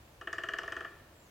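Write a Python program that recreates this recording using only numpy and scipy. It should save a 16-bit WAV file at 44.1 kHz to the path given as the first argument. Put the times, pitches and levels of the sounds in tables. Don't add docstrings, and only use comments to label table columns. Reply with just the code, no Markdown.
import sys
import numpy as np
from scipy import signal
from scipy.fft import rfft, irfft
from scipy.io import wavfile
from scipy.ndimage import uniform_filter1d

SR = 44100
rng = np.random.default_rng(int(sys.argv[2]) if len(sys.argv) > 2 else 0)


def waveform_to_disk(signal):
    frames = np.transpose(np.atleast_2d(signal))
    scaled = np.clip(frames, -1, 1) * 32767
    samples = np.round(scaled).astype(np.int16)
    wavfile.write(sys.argv[1], SR, samples)


N = 57330


def undb(db):
    return 10 ** (np.asarray(db) / 20)


def colour(x, points):
    hz, db = np.array(points, float).T
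    f = np.maximum(np.fft.rfftfreq(2 * N, 1 / SR), 1)
    gain = undb(np.interp(np.log(f), np.log(hz), db))
    return irfft(rfft(x, 2 * N) * gain)[..., :N]


def noise(points):
    x = colour(rng.standard_normal(N), points)
    return x / x.std()


def walk(rate):
    k = int(SR / rate)
    steps = np.repeat(rng.standard_normal(N // k + 1), k)
    return 1.3 * uniform_filter1d(steps, k)[:N]


def envelope(t, swell, t60):
    rise = np.sqrt(np.clip(t / swell, 0, 1))
    return rise * np.exp(-np.log(1000) * np.maximum(t - swell, 0) / t60)


def pan(db):
    return undb(np.array([[db], [-db]]) / 2)


def stereo(mid, side):
    return np.array([mid + side, mid - side])


def convolve(x, response):
    return signal.fftconvolve(np.atleast_2d(x), np.atleast_2d(response), axes=-1)[:, :N]


def woodpecker():
    # (time [s], thump [dB], main ring [dB], upper ring [dB], tick [dB])
    knocks = [(0.2119, -4.5, -13.5, -11.3, -16.5), (0.2731, -1.2, -2, -2, -15),
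              (0.3292, -0.5, -2, -6.5, -1.5), (0.3828, -0.3, 0.1, -0.5, -11), (0.4358, -0.8, -1.3, 0.5, -9),
              (0.4872, -0.1, 0.5, 2.5, -8), (0.5359, 0, 0.2, 1, -9), (0.5858, 0.5, 0.2, 1.3, -3.5),
              (0.6332, -1, -35, -7.5, -13.5), (0.6787, -2.5, -3.5, -10.0, -14),
              (0.7218, -0.7, -2, -3.5, -8.5), (0.7656, -2, -3.5, -5.5, -12), (0.8066, -2.5, -8, -5.5, -14),
              (0.8472, -3, -7.0, -9, -17.5)]
    # (frequency [Hz], level before the blow's force [dB], swell [s], t60 [s])
    stub = [(353.8, -45.5, 0.0076, 0.04), (408, -55, 0.026, 0.43), (480.7, -54, 0.016, 0.16),
            (668, -47, 0.013, 0.046), (1183, -38.5, 0.00354, 0.036), (1327.7, -42.5, 0.0096, 0.037),
            (1514, -40.5, 0.0066, 0.029), (1681.3, -37.5, 0.0024, 0.047), (1760.5, -26, 0.00516, 0.0069),
            (2210, -41.5, 0.00051, 0.0039), (2897, -38.5, 0.0018, 0.025), (3038, -39.5, 0.0019, 0.025),
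            (3190, -56, 0.0034, 0.03)]
    # (frequency [Hz], level [dB])
    grain_colour = [(100, -22), (220, -33), (300, -3), (450, -5), (600, 0.5), (800, -4), (950, -7.5),
                    (1150, 1.5), (1400, 4.5), (2000, -14.5), (2500, -6.5), (3300, -10), (4000, -25.5),
                    (5000, -37.5)]
    # (frequency [Hz], level [dB])
    tick_colour = [(2000, -4), (3500, -3), (4100, -9.5), (4700, -1.5), (5500, 1.5), (6400, 0.5), (7300, -6),
                   (7900, -5), (9000, -11.5), (10000, -32), (12000, -16), (16000, -48)]
    ring_from_hz, upper_from_hz = 1420, 2100
    pan_db, ring_pan_db = 0.5, 1.7
    grain_db, grain_swell_s, grain_t60_s = -43.5, 0.0069, 0.059
    tick_db, tick_swell_s, tick_t60_s = -40, 0.00027, 0.022

    t = np.arange(N) / SR
    out = np.zeros((2, N))
    grain = undb(grain_db) * stereo(noise(grain_colour), 0.29 * noise(grain_colour))
    tick = undb(tick_db) * stereo(noise(tick_colour), 0.22 * noise(tick_colour))
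    for start, thump_force_db, ring_force_db, upper_force_db, tick_force_db in knocks:
        i = int(start * SR)
        span = slice(i, i + SR // 3)
        age = t[span] - start
        for hz, db, swell, t60 in stub:
            if hz < ring_from_hz:
                force_db = thump_force_db
            elif hz < upper_from_hz:
                force_db = ring_force_db
            else:
                force_db = upper_force_db
            place = pan(ring_pan_db if hz > 1000 else pan_db)
            mode = envelope(age, swell, t60) * np.sin(2 * np.pi * hz * age)
            out[:, span] += place * undb(db + force_db) * mode
        grain_env = envelope(age, grain_swell_s, grain_t60_s)
        out[:, span] += undb(thump_force_db) * grain[:, span] * grain_env
        tick_env = envelope(age, tick_swell_s, tick_t60_s)
        out[:, span] += undb(tick_force_db) * tick[:, span] * tick_env
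    return out


def scatter(x, onset, t60):
    env = envelope(np.arange(N) / SR, onset, t60)
    mid, side = rng.standard_normal((2, N)) * env / np.linalg.norm(env)
    return convolve(x, stereo(mid, 0.29 * side))


def forest(x):
    # (delay [s], level before dulling and placing [dB])
    echoes = [(.00761, -15), (.01397, -16.5), (.01979, -14.5), (.02773, -14), (.03327, -15.5),
              (.0505, -28.5)]
    # (frequency [Hz], level [dB])
    foliage_colour = [(100, -11), (350, 7.5), (700, -1), (1200, -11), (1800, -10), (2400, -1), (3000, -2),
                      (4200, 15), (6000, 12), (8500, 12.5), (11000, -4), (16000, -6)]
    # (frequency [Hz], level [dB])
    tail_colour = [(100, -17), (330, 3.5), (700, -5.5), (950, 6.5), (1200, -2), (1800, -2), (2400, 5.5),
                   (3000, -6), (4300, 9), (6000, -5.5), (9000, -3), (16000, -12)]
    echo_dull_hz, echo_spread = 3760, 0.31
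    early_db, early_onset_s, early_t60_s = -19.5, 0.01, 0.16
    late_db, late_onset_s, late_t60_s = -8, 0.058, 0.69

    f = np.fft.rfftfreq(2 * N, 1 / SR)
    paths = 0
    for k, (delay, db) in enumerate(echoes):
        place = stereo(0.93, (-1) ** k * echo_spread)[:, None]
        paths = paths + undb(db) * place * np.exp(-2j * np.pi * f * delay)
    dulling = 1 + (f / echo_dull_hz) ** 4
    trunks = irfft(rfft(x, 2 * N) * paths / dulling)[:, :N]
    leaves = undb(early_db) * scatter(colour(x, foliage_colour), early_onset_s, early_t60_s)
    tail = undb(late_db) * scatter(colour(x, tail_colour), late_onset_s, late_t60_s)
    return trunks + leaves + tail


def songbird():
    # (start [s], length [s], first pitch [Hz], fall [Hz], level before distance [dB])
    whistles = [(-.06, .25, 7800, 2400, -80), (1.125, .21, 7780, 2900, -72)]
    bend, waver = 1.9, 0.028
    direct_db, blur_onset_s, blur_t60_s = -7, 0.0042, 0.2

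    t = np.arange(N) / SR
    out = np.zeros(N)
    for start, length, hz, fall_hz, db in whistles:
        u = np.clip((t - start) / length, 0, 1)
        pitch = (hz - fall_hz * u ** bend) * (1 + waver * walk(400))
        swell = np.sqrt(np.abs(np.sin(np.pi * u)))
        out += undb(db) * swell * np.sin(2 * np.pi * np.cumsum(pitch) / SR)
    return undb(direct_db) * out + scatter(out, blur_onset_s, blur_t60_s)


def air():
    # (frequency [Hz], level per hertz [dB])
    air_colour = [(12, -54), (20, -13.5), (68, 0), (146, -5.5), (172, -15.5), (204, -11.5), (301, -10.5),
                  (328, -8.5), (410, -16), (446, -14), (574, -12), (1860, -23), (2460, -24), (5380, -31),
                  (7520, -32.5), (8180, -34), (16000, -34)]
    # (frequency [Hz], side minus mid [dB])
    side_colour = [(60, -64), (125, -20), (500, -7), (2000, 1), (8000, -1), (10000, -2), (12000, -18)]
    air_db = -59
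    waver_db, rise_db_per_s = 1.5, 3.0

    bed = stereo(noise(air_colour), colour(noise(air_colour), side_colour))
    moving = colour(bed, [(500, -9), (3000, -13)])
    from_middle_s = (np.arange(N) - N / 2) / SR
    swell_db = waver_db * walk(6.64) + rise_db_per_s * from_middle_s
    return undb(air_db) * (bed + moving * (undb(swell_db) - 1))


def scene():
    drum = woodpecker()
    return drum + forest(drum) + songbird() + air()


def record(dry):
    top_hz = 16400
    low_pass = signal.ellip(10, 0.1, 70, top_hz, fs=SR, output="sos")
    return signal.sosfilt(low_pass, dry)


dry = scene()
out = record(dry)
waveform_to_disk(out)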